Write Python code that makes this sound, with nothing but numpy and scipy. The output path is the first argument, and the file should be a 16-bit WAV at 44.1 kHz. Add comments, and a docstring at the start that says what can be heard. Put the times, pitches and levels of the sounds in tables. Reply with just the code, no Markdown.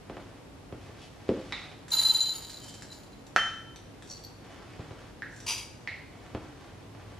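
"""Dry dog food pours from a plastic scoop into a ceramic bowl: pellets rattle on the glaze and ring
the wall until the heap damps it. The scoop knocks on the rim, last pieces tick in its cup, and a
shorter pour lands in a duller dish. Slippers slap and shuffle, clothes swish and joints crack as the
person bends and rises. A tiled kitchen reverberates, over room noise and appliance hum."""
import sys
import numpy as np
from scipy import signal
from scipy.fft import rfft, irfft, next_fast_len
from scipy.io import wavfile
from scipy.ndimage import uniform_filter1d

SR = 44100
rng = np.random.default_rng(int(sys.argv[2]) if len(sys.argv) > 2 else 0)


def unload_wav(signal):
    """Save mono or channel-first audio to the path in sys.argv[1] as 16-bit WAV at rate SR, clipped to [-1, 1]."""
    wavfile.write(
        sys.argv[1],
        SR,
        np.round(np.clip(np.atleast_2d(signal).T, -1, 1) * 32767).astype(np.int16),
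    )


N = 317230
T = np.arange(N) / SR
SIDE = np.array([[1], [-1]])   # left plus, right minus

POUR_START_S, POUR_RISE_S, POUR_HOLD_S, POUR_DB = 1.913, 0.0097, 0.31, -37.5
PELLETS_PER_S, HEAP_AT_S, HEAP_BUILD_S = 850, 2.09, 0.021
def first_pour():
    """Kibble showers the bowl: the bulk stops fast, a trickle lingers, a shake frees the last pieces."""
    def pour(db, fall_db_per_s, hold_s=POUR_HOLD_S):
        return envelope(POUR_START_S, db, POUR_RISE_S, fall_db_per_s, hold_s)

    bulk = pour(POUR_DB, fall_db_per_s=80)
    trickle = pour(-42, fall_db_per_s=40)
    dribble = envelope(start_s=2.9, db=-56.5, rise_s=0.017, fall_db_per_s=70)
    flow = power_sum([bulk, trickle, dribble]) / from_db(POUR_DB)
    heap = .5 + .5 * np.tanh((T - HEAP_AT_S) / HEAP_BUILD_S)
    bare_glaze = pour(-36, fall_db_per_s=30.5, hold_s=0.091)   # first pellets click hardest
    rattle = pellet_rattle(flow) * np.hypot(bare_glaze, dribble)
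    ring = bowl_ring(flow, heap)
    shimmer_gain = from_db(-5.5) * power_sum([bulk, pour(-42, fall_db_per_s=42), dribble])
    shimmer = kitchen(shimmer_gain * bowl_shimmer(heap), wet_db=-12, early_db=-15)
    shimmer += from_db(-4) * shimmer_gain * bowl_shimmer(heap) * SIDE
    return kitchen(rattle, wet_db=-8.5, early_db=-5.5) + shimmer + ring


# kibble on glaze: freq_hz, gain_db
RATTLE_SPECTRUM = [(300, -17), (700, 0), (930, 3), (1300, 0), (1800, -3), (2600, 0), (3300, 5.5),
                   (3650, 13.5), (4000, 19), (4350, 10), (4700, 10), (5300, -1), (6200, -3), (7000, 8),
                   (7700, 1), (8600, -1), (11000, 2.5), (13000, -3), (14300, -8)]
def pellet_rattle(flow):
    """Rough pellets hit the glaze, more often at higher flow."""
    shower = grains(per_s=PELLETS_PER_S * np.sqrt(flow), spread_db=3.9)
    impacts = through(shower, crunch(decay_s=0.0004))
    return evened(through(impacts, contact(RATTLE_SPECTRUM)), span_s=0.04)


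# bowl wall modes: pitch_hz, relative_db
WALL_MODES = [(3884, -19), (3960, -8), (3976, -8), (4003, -4), (4023, 3), (4043, 2), (4162, -13),
              (4290, -21), (4325, -22)]
# clumps landing, levels relative: start_s, landing_s, wall_db, upper_db
CLUMP_HITS = [(1.916, 0.0064, -25, -53), (1.936, 0.0042, -20, -33), (1.966, 0.016, -26, -38),
              (1.987, 0.012, -20, -34.5), (2.012, 0.0042, -26, -35), (2.031, 0.0033, -25, -36),
              (2.049, 0.015, -19, -51), (2.084, 0.004, -25, -58), (2.093, 0.017, -19, -48),
              (2.145, 0.018, -23, -33), (2.183, .008, -27, -48), (2.202, 0.01, -21, -34),
              (2.217, 0.011, -32, -29.5), (2.235, 0.036, -27.5, -44), (2.284, 0.02, -28.5, -44),
              (2.314, 0.011, -30.5, -45), (2.347, 0.014, -62, -40.5), (2.42, .004, -50, -54),
              (2.447, .012, -47, -54), (2.494, 0.0036, -46, -65), (2.538, 0.005, -44, -51),
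              (2.567, .006, -44, -49), (2.901, 0.0029, -49, -70), (2.917, 0.003, -43, -54),
              (2.948, .003, -56, -62), (3.129, 0.0017, -57, -81)]
# rim under first pellets, bulk and stragglers: start_s, relative_db, rise_s, fall_db_per_s, hold_s
RIM_SURGES = [(1.915, -56, .03, 75, .18), (2.09, -51.5, .04, 75, .15), (2.59, -58.5, .04, 100, .11)]
WALL_HZ, UPPER_HZ, RIM_HZ, HEAP_DAMPING_DB = 4025, 6905, 3090, 11
def bowl_ring(flow, heap):
    """Close wall modes beat; clumps swell the ring and the heap damps the stream's share of it."""
    def clumps(column):
        return power_sum(envelope(row[0], row[column], rise_s=0.004, fall_db_per_s=1300, hold_s=row[1])
                         for row in CLUMP_HITS)

    wall = evened(sum(from_db(db) * driven_mode(hz, t60_s=0.82) for hz, db in WALL_MODES), span_s=.007)
    wall = from_db(-1.2) * resonate(wall, WALL_HZ, width_hz=320)
    wall = wall + from_db(-15) * driven_mode(WALL_HZ, t60_s=.02) * SIDE
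    upper = resonate(driven_mode(UPPER_HZ, t60_s=.08, span_s=.005), UPPER_HZ, width_hz=260)
    upper = upper + from_db(-9) * driven_mode(UPPER_HZ, t60_s=.04) * SIDE
    rim = resonate(driven_mode(RIM_HZ, t60_s=0.76, span_s=.04), RIM_HZ, width_hz=60)
    rim *= power_sum(envelope(*row) for row in RIM_SURGES)
    stream = flow ** 0.7 * from_db(POUR_DB - 3.5 - HEAP_DAMPING_DB * heap) * lumps(spread_db=3)
    ring = rim + np.hypot(clumps(column=2), stream) * wall + clumps(column=3) * upper
    return kitchen(ring, wet_db=-18, early_db=-22)


# other bowl modes: pitch_hz, relative_db, t60_s
SHIMMER_MODES = [(895, -12, 0.034), (1291, -15, 0.21), (6907, -2, .05), (6980, -7, 0.04), (9523, -7, 0.09),
                 (10385, -3, 0.2), (12020, -4, 0.06), (13447, -13, .05), (13800, -9, 0.055),
                 (14260, -14, .08)]
def bowl_shimmer(heap):
    """Modes fed by the fine rattle; the heap muffles the highest most."""
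    modes = 0
    for hz, db, t60_s in SHIMMER_MODES:
        damping_db = 4.5 * heap * hz / 10000
        modes += from_db(db - damping_db) * resonate(driven_mode(hz, t60_s), hz, width_hz=400)
    return modes * lumps(spread_db=4.5)


# dish modes: pitch_hz, width_hz, relative_db
DISH_MODES = [(960, 130, -2), (2260, 60, 3), (2570, 90, 1), (2850, 130, -1), (3290, 70, -4), (3910, 60, -2),
              (4790, 150, 5), (5960, 100, 4), (6850, 70, -1), (8900, 110, -5), (10250, 90, -8)]
# kibble on the dish: freq_hz, gain_db
CRACKLE_SPECTRUM = [(300, -32), (950, -18), (1500, -14), (2300, 3), (3300, 6.5), (4200, -5), (4800, 6),
                    (7000, -3), (9000, 1), (13300, -7), (14200, -17)]
# leading pieces, mass, stragglers: start_s, relative_db, rise_s, fall_db_per_s
DISH_DROPS = [(5.463, -31.5, 0.0062, 1300), (5.477, -29.5, 0.0053, 190), (5.503, -39.5, .004, 170),
              (5.576, -43, 0.0023, 222)]
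def second_pour():
    """A scoopful clatters into a heavy dish whose modes die fast."""
    shower = grains(per_s=900, spread_db=3.5)
    body = sum(from_db(db) * resonate(shower * rng.standard_normal(N), hz, width_hz)
               for hz, width_hz, db in DISH_MODES)
    crackle = through(shower + from_db(-2) * rng.standard_normal(N), contact(CRACKLE_SPECTRUM))
    pour = from_db(-1.5) * evened(body, span_s=0.0088) + from_db(-6) * evened(crackle, span_s=0.01)
    pour *= sum(envelope(*drop) for drop in DISH_DROPS)
    return kitchen(pour, wet_db=-9.5, early_db=-4.5) * from_db(.6 * SIDE)


# scoop on rim: start_s, relative_db
KNOCK_HITS = [(3.3622, -3.5), (3.3676, -19), (3.3735, -15.5)]
# clack: freq_hz, gain_db
KNOCK_SPECTRUM = [(150, -20), (450, -13), (800, -3), (1020, -13), (1330, 1.5), (1550, 2), (1820, 2),
                  (2150, -10.5), (2700, -12), (3500, -17.5), (4700, -27.5), (5400, -20), (5900, -20.5),
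                  (7000, -27), (13000, -51)]
# bowl in its stand: pitch_hz, level_db, t60_s
STAND_MODES = [(1195, -41, .4), (1311, -31.5, .66), (1337, -32, .55), (1349, -30, .6), (1593, -36, .7),
               (1775, -36, .68), (1803, -35, .5), (1997, -39, .55)]
PING_START_S, PING_SHARP_HZ, PING_SETTLE_S = 3.382, 30, .025
def rim_knock():
    """The scoop clacks on the rim and crumbs jump; the rim pings, sharp until the scoop lifts clear."""
    hits = clicks(KNOCK_HITS)
    clack = through(hits, contact(KNOCK_SPECTRUM))
    clack -= 2 * resonate(clack, hz=1450, width_hz=1600)   # the bowl's wall takes a cycle to give
    crumbs = cup(through(hits, crunch(decay_s=0.0026)), tick_db=-17, ring_db=-5.5)
    first_hit = clicks([(KNOCK_HITS[0][0], 0)])
    body = through(first_hit, sum(from_db(db) * ringing(hz, t60_s) for hz, db, t60_s in STAND_MODES))
    pitch_hz = RIM_HZ + PING_SHARP_HZ * np.exp(-np.maximum(T - PING_START_S, 0) / PING_SETTLE_S)
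    ping = np.sin(2 * np.pi * np.cumsum(pitch_hz) / SR)
    ping *= envelope(PING_START_S, db=-26.5, rise_s=.005, fall_db_per_s=92, hold_s=.03)
    ring = kitchen(body + ping, wet_db=-14, early_db=-20)
    knock = kitchen(clack, wet_db=-3.5, early_db=-4.5) + kitchen(crumbs, wet_db=2, early_db=-4)
    return knock * from_db(-.8 * SIDE) + ring * from_db(.5 * SIDE)


# single pieces, levels relative: start_s, cup_db, handle_db, tumble_s
SCOOP_TICKS = [(1.8817, -29.5, -42.5, .004), (1.905, -23.5, -50, 0.0023), (2.496, -27.5, -47.5, 0.016),
               (2.636, -28.5, -51, 0.0089), (2.683, -26, -49, 0.0097), (2.7418, -29.5, -51, 0.0081),
               (2.822, -28.5, -40.5, 0.0064), (2.929, -32, -55, 0.0031), (3.267, -35, -59, 0.0017),
               (3.7603, -29, -49, 0.00063), (4.0234, -33, -45.5, 0.0015), (4.035, -43, -61, 0.0058),
               (5.4032, -32.5, -47, 0.0023)]
# crumbs in the tilted scoop: start_s, relative_db, rise_s, fall_db_per_s
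CRUMB_SLIDES = [(4.035, -43, 0.057, 92), (5.28, -46.5, 0.078, 41)]
def scoop():
    """Last pieces slide, tick and bounce in the plastic scoop."""
    slide = evened(cup(grains(per_s=780, spread_db=6), ring_db=9), span_s=0.041)
    slide *= from_db(-13.5) * sum(envelope(*row) for row in CRUMB_SLIDES)
    tumbles = sum(through(clicks([(start_s, db)]), crunch(tumble_s))
                  for start_s, db, _, tumble_s in SCOOP_TICKS)
    ticks = from_db(-1.5) * cup(tumbles, ring_db=8)
    handle = from_db(6.5) * through(clicks(SCOOP_TICKS, column=2), ringing(hz=1710, t60_s=0.0065))
    pieces = kitchen(slide + ticks + handle, wet_db=0, early_db=-1)
    return pieces + kitchen(clinks(), wet_db=-6, early_db=-7)


# kibble on plastic: freq_hz, gain_db
TICK_SPECTRUM = [(1000, -22), (3600, -2.5), (4500, -4), (5100, -1.5), (5800, 1), (6500, -6.5), (7200, 2),
                 (9000, -8.5), (11000, -11), (12400, -17), (13500, -32)]
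# scoop cup modes: pitch_hz, width_hz, relative_db
CUP_MODES = [(4460, 100, 3), (5820, 130, 5.5), (7230, 200, -5), (12400, 250, -13)]
def cup(touches, ring_db, tick_db=0):
    """Each touch gives a dry tick and a short ring of the cup."""
    ring = sum(from_db(db) * resonate(touches, hz, width_hz) for hz, width_hz, db in CUP_MODES)
    return from_db(tick_db) * through(touches, contact(TICK_SPECTRUM)) + from_db(ring_db) * ring


# bounces in the cup: start_s, mode1_db, mode2_db, mode3_db, mode4_db
BOUNCES = [(4.099, -44, -35, -47, -64), (4.1095, -43, -38, -45, -60), (4.114, -37, -41, -50, -60),
           (4.124, -42, -39, -49, -60), (4.134, -47, -43, -52, -62), (4.147, -43, -47, -52, -60),
           (4.157, -41, -50, -55, -60), (4.169, -42, -52, -56, -62), (4.177, -43.5, -46, -55, -64),
           (4.238, -40.5, -48, -49, -46), (4.248, -37, -51, -56, -46), (4.265, -46, -56, -58, -56)]
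def clinks():
    """A loose piece bounces, striking each cup mode with its own strength."""
    out = np.zeros(N)
    for start_s, *mode_dbs in BOUNCES:
        for (hz, width_hz, _), db in zip(CUP_MODES, mode_dbs):
            ring = resonate(crunch(decay_s=0.0016), hz, width_hz)
            add_hit(out, resonate(ring, hz, width_hz=2200), start_s, db)
    return out


# slipper on tile, levels relative: start_s, slap_db, thud_db, tap_db, pat_db
FOOTFALLS = [(0.098, -32.5, -56.5, -34, -50), (0.169, -36.5, -64, -33.5, -55), (0.182, -51, -72, -53, -62),
             (0.725, -34, -48.5, -37.5, -44), (0.893, -41, -56, -50, -56),
             (1.291, -14.5, -45.5, -28.5, -25.5), (1.316, -24.5, -60, -50, -30),
             (1.366, -46, -77, -37, -42), (4.794, -37, -47, -40, -42), (4.909, -41, -52.5, -39.5, -54),
             (6.349, -30.5, -46, -29, -26), (6.95, -62, -60, -42.5, -63)]
# sole slap: freq_hz, gain_db
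SLAP_SPECTRUM = [(30, -45), (80, -33), (160, -5), (260, 3), (360, 5.5), (440, 0.5), (540, 2), (780, -32.5),
                 (1500, -43), (4000, -38), (13000, -86)]
# sole tap: freq_hz, gain_db
TAP_SPECTRUM = [(100, -30), (400, 1), (650, 17), (900, 12.5), (1400, 7.5), (1900, 0.5), (2500, 0),
                (3300, -4), (5000, -14.5), (12000, -32)]
def footsteps():
    """The heel thuds; the soft sole slaps, taps and pats the air out from under it."""
    slap = from_db(2) * through(clicks(FOOTFALLS), contact(SLAP_SPECTRUM))
    heel = resonate(ringing(hz=107.5, t60_s=0.042), hz=107, width_hz=105)
    thud = from_db(22) * through(clicks(FOOTFALLS, column=2), heel)
    tap = from_db(2.5) * through(clicks(FOOTFALLS, column=3), contact(TAP_SPECTRUM))
    pat = through(clicks(FOOTFALLS, column=4), ringing(hz=295, t60_s=0.08))
    low = kitchen(thud + pat, wet_db=-5, early_db=-8)
    return low + kitchen(slap, wet_db=0.5, early_db=-1.5) + kitchen(tap, wet_db=-1, early_db=-1.5)


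# joint cracks: start_s, level_db, pitch_hz, width_hz, upper_hz, upper_db, pop_db
JOINT_CRACKS = [(1.5237, -19, 2010, 328, 3770, 2.5, 2.5), (1.527, -26, 2380, 260, 3600, 1, -18),
                (1.533, -39, 2310, 400, 3620, -4.5, 5), (5.2216, -25.5, 1680, 363, 2380, -47, -16),
                (5.8746, -22, 1990, 516, 4200, -15, -9), (5.887, -33.5, 2140, 350, 3960, -7, -28)]
def joints():
    """Each crack is one snap through two broad resonances plus a dull pop, muffled by flesh."""
    flesh = signal.butter(2, 5000, fs=SR, output="sos")
    snap = signal.unit_impulse(SR // 20)
    out = np.zeros(N)
    for start_s, db, hz, width_hz, upper_hz, upper_db, pop_db in JOINT_CRACKS:
        body = resonate(resonate(snap, hz, width_hz), hz, width_hz * 1.5)
        upper = resonate(resonate(snap, upper_hz, width_hz=320), upper_hz, width_hz=480)
        pop = resonate(resonate(snap, hz=820, width_hz=990), hz=1000, width_hz=8800)
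        crack = signal.sosfilt(flesh, body + from_db(upper_db) * upper + from_db(pop_db) * pop)
        add_hit(out, crack, start_s, db)
    return kitchen(out, wet_db=2.5, early_db=-5) * from_db(-.6 * SIDE)


# slipper slides: start_s, length_s, relative_db
RUB_STROKES = [(0.05, 0.34, -55), (0.72, 0.34, -55), (1.15, 0.62, -50.5), (4.42, 0.68, -50),
               (6.1, 0.775, -53), (6.92, 0.28, -54)]
# felt on tile: freq_hz, gain_db
RUB_SPECTRUM = [(150, -2.5), (400, 7.5), (800, 4.5), (1500, 0.5), (2800, -5), (5000, -10.5), (9000, -19),
                (14000, -75)]
# limb swings: start_s, length_s, relative_db
CLOTH_STROKES = [(0.76, 0.16, -66), (0.96, 0.12, -60), (1.15, 0.6, -65.5)]
# cloth: freq_hz, gain_db
CLOTH_SPECTRUM = [(1000, -18), (2500, 7), (5000, 2.5), (11000, -9), (14000, -34)]
def shuffle():
    """Felt slippers and clothes rub in a fine grain."""
    rub = rms_one(through(grains(per_s=900, spread_db=5), contact(RUB_SPECTRUM)))
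    rub *= from_db(-6.5) * strokes(RUB_STROKES, fullness=4.4)
    swish = rms_one(through(grains(per_s=4400, spread_db=6), contact(CLOTH_SPECTRUM)))
    swish *= from_db(2) * strokes(CLOTH_STROKES, fullness=1)
    return kitchen(rub + swish, wet_db=1, early_db=-2.5)


# room noise: freq_hz, gain_db
AIR_SPECTRUM = [(20, -42), (31, -16), (48, -1), (70, -7.5), (105, -1.5), (170, -5), (280, -6.5), (500, -10),
                (850, -14), (1300, -19.5), (2500, -23.5), (4900, -29), (9300, -35.5), (11800, -37),
                (14000, -47)]
# room noise width: freq_hz, side_minus_mid_db
AIR_WIDTH = [(50, -22), (110, -15.5), (200, -3), (400, -4), (2400, -2), (8000, 0), (14000, -33)]
# appliance hum: pitch_hz, level_db
HUM_TONES = [(48, -83), (281, -63), (338, -70.5)]
# mains tone: time_s, level_db
MAINS_LEVEL = [(0, -59), (2, -63.5), (6.5, -56.5), (7.2, -48.5)]
def ambience():
    """Steady room noise, appliance hum and a mains tone that swells late."""
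    noise, freq_hz = diffuse(AIR_WIDTH, next_fast_len(N, True) * 2)
    air = rms_one(irfft(noise * from_db(at_hz(AIR_SPECTRUM, freq_hz)))[:, :N])
    hum = sum(from_db(db) * rms_one(resonate(rng.standard_normal(N), hz, width_hz=8.8))
              for hz, db in HUM_TONES)
    mains = evened(resonate(rng.standard_normal(N), hz=101.1, width_hz=5), span_s=0.24)
    mains *= from_db(np.interp(T, *np.transpose(MAINS_LEVEL)))
    return from_db(-49.5) * air + hum + mains


# reverb decay: freq_hz, t60_s
REVERB_DECAY = [(100, 0.78), (400, 0.39), (1500, 0.55), (4000, 0.69), (8000, 0.63), (14000, 0.34)]
# reverb width: freq_hz, side_minus_mid_db
REVERB_WIDTH = [(50, -40), (130, -31), (300, -28), (1300, -12.5), (2500, -13), (4400, -4.5), (8000, -5),
                (14000, -19)]
def kitchen(x, wet_db, early_db, early_s=0.015, gap_s=0.0014, size=32768):
    """Direct sound, dense reflections off floor and cupboards, and a tail that dies band by band."""
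    noise, hz = diffuse(REVERB_WIDTH, size)
    centres_hz, t60s_s = np.transpose(REVERB_DECAY)
    t, tail = T[:size], 0
    for share, t60_s in zip(np.eye(len(centres_hz)), t60s_s):
        band = at_hz(np.c_[centres_hz, share], hz)
        tail += irfft(noise * band) * from_db(-60 * t / t60_s)
    early = irfft(diffuse(REVERB_WIDTH, size)[0]) * np.exp(-t / early_s)
    arrived = np.clip(t / gap_s - 1, 0, 1)
    response = from_db(wet_db) * rms_one(tail * arrived) + from_db(early_db) * rms_one(early * arrived)
    response /= np.sqrt(size)
    return x + np.array([through(feed, ir) for feed, ir in zip(np.broadcast_to(x, (2, N)), response)])


def diffuse(width, size):
    """Left and right spectra of noise from all sides, and their frequencies."""
    hz = np.fft.rfftfreq(size, 1 / SR)
    mid, side = rfft(rng.standard_normal((2, size)))
    share = from_db(at_hz(width, hz))
    return (mid + share * side * SIDE) / np.sqrt(1 + share ** 2), hz


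def grains(per_s, spread_db):
    """Random collisions of uneven force."""
    force = from_db(spread_db * np.minimum(rng.exponential(1, N), 4))
    return (rng.random(N) < per_s / SR) * force * rng.choice([-1, 1], N)


def crunch(decay_s, size=1024):
    """Rough contact: a burst of tiny impacts, unit energy."""
    burst = rng.standard_normal(size) * np.exp(-T[:size] / decay_s)
    return rms_one(burst) / np.sqrt(size)


def contact(spectrum, size=4096):
    """Minimum-phase pulse with this spectrum, peak 1."""
    gain = from_db(at_hz(spectrum, np.fft.rfftfreq(size, 1 / SR)))
    cepstrum = irfft(np.log(gain))
    cepstrum[1:size // 2] *= 2
    cepstrum[size // 2 + 1:] = 0
    pulse = irfft(np.exp(rfft(cepstrum)))
    return pulse / np.abs(pulse).max()


def driven_mode(hz, t60_s, span_s=0.15):
    """One mode kept ringing by noise."""
    width_hz = np.log(1000) / (np.pi * t60_s)
    return evened(resonate(rng.standard_normal(N), hz, width_hz), span_s)


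def ringing(hz, t60_s, size=44100):
    """Decaying sine."""
    return np.sin(2 * np.pi * hz * T[:size]) * from_db(-60 * T[:size] / t60_s)


def resonate(x, hz, width_hz):
    """Two-pole resonance, peak gain 1."""
    r = np.exp(-np.pi * width_hz / SR)
    feedback = [1, -2 * r * np.cos(2 * np.pi * hz / SR), r * r]
    return signal.lfilter(np.array([1, 0, -1]) * (1 - r * r) / 2, feedback, x)


def envelope(start_s, db, rise_s, fall_db_per_s, hold_s=0):
    """Rise, hold, steady fall."""
    age_s = T - start_s
    fall_db = fall_db_per_s * np.maximum(age_s - rise_s - hold_s, 0)
    return np.clip(age_s / rise_s, 0, 1) * from_db(db - fall_db)


def strokes(rows, fullness):
    """One arc of gain per movement; more fullness squares its shoulders."""
    out = np.zeros(N)
    for start_s, length_s, db in rows:
        arc = np.sin(np.pi * np.clip((T - start_s) / length_s, 0, 1))
        out += from_db(db) * np.maximum(arc, 0) ** (1 / fullness)
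    return out


def lumps(spread_db, per_s=45):
    """Gain that wanders as pieces bunch up and thin out."""
    knots = rng.standard_normal(int(N / SR * per_s) + 2)
    wander = np.interp(T * per_s, np.arange(len(knots)), knots)
    return from_db(spread_db * np.clip(wander, -2, 1))


def evened(x, span_s):
    """Hold the slow level at rms 1, keep the quick grain."""
    size = int(span_s * SR)
    power = uniform_filter1d(uniform_filter1d(x ** 2, size), size)
    return x / np.sqrt(np.maximum(power, 0) + 1e-12)


def clicks(rows, column=1):
    """One impulse per row, at the level in the given column."""
    rows, out = np.array(rows), np.zeros(N)
    out[np.round(rows[:, 0] * SR).astype(int)] = from_db(rows[:, column])
    return out


def add_hit(out, hit, start_s, peak_db):
    out[int(start_s * SR):][:len(hit)] += from_db(peak_db) * hit / np.abs(hit).max()


def through(x, response):
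    return signal.oaconvolve(x, response)[:N]


def at_hz(points, hz):
    """Interpolate a table over log frequency."""
    freq_hz, value = np.transpose(points)
    return np.interp(np.log(np.maximum(hz, 1)), np.log(freq_hz), value)


def power_sum(gains):
    return np.sqrt(sum(gain ** 2 for gain in gains))


def rms_one(x):
    return x / np.sqrt(np.mean(x ** 2) + 1e-20)


def from_db(db):
    return 10 ** (np.asarray(db) / 20)


def scene():
    """Person, kibble and room, in stereo."""
    person = footsteps() + shuffle() + joints()
    kibble = first_pour() + scoop() + rim_knock() + second_pour()
    return person + kibble + ambience()


# between the two microphone ports: freq_hz, phase_rad
MIC_PHASE = [(4200, 0), (6000, .8), (8600, 1.6), (14000, 1.9)]
CUTOFF_HZ = 14400
def record(dry):
    """The ports part in phase toward the treble; a steep low-pass cuts the top."""
    size = next_fast_len(N + SR // 10, True)
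    phase_rad = at_hz(MIC_PHASE, np.fft.rfftfreq(size, 1 / SR))
    ports = irfft(rfft(dry, size) * np.exp(.5j * phase_rad * SIDE), size)[:, :N]
    return signal.sosfilt(signal.ellip(10, .2, 80, CUTOFF_HZ, fs=SR, output="sos"), ports)


dry = scene()
out = record(dry)
unload_wav(out)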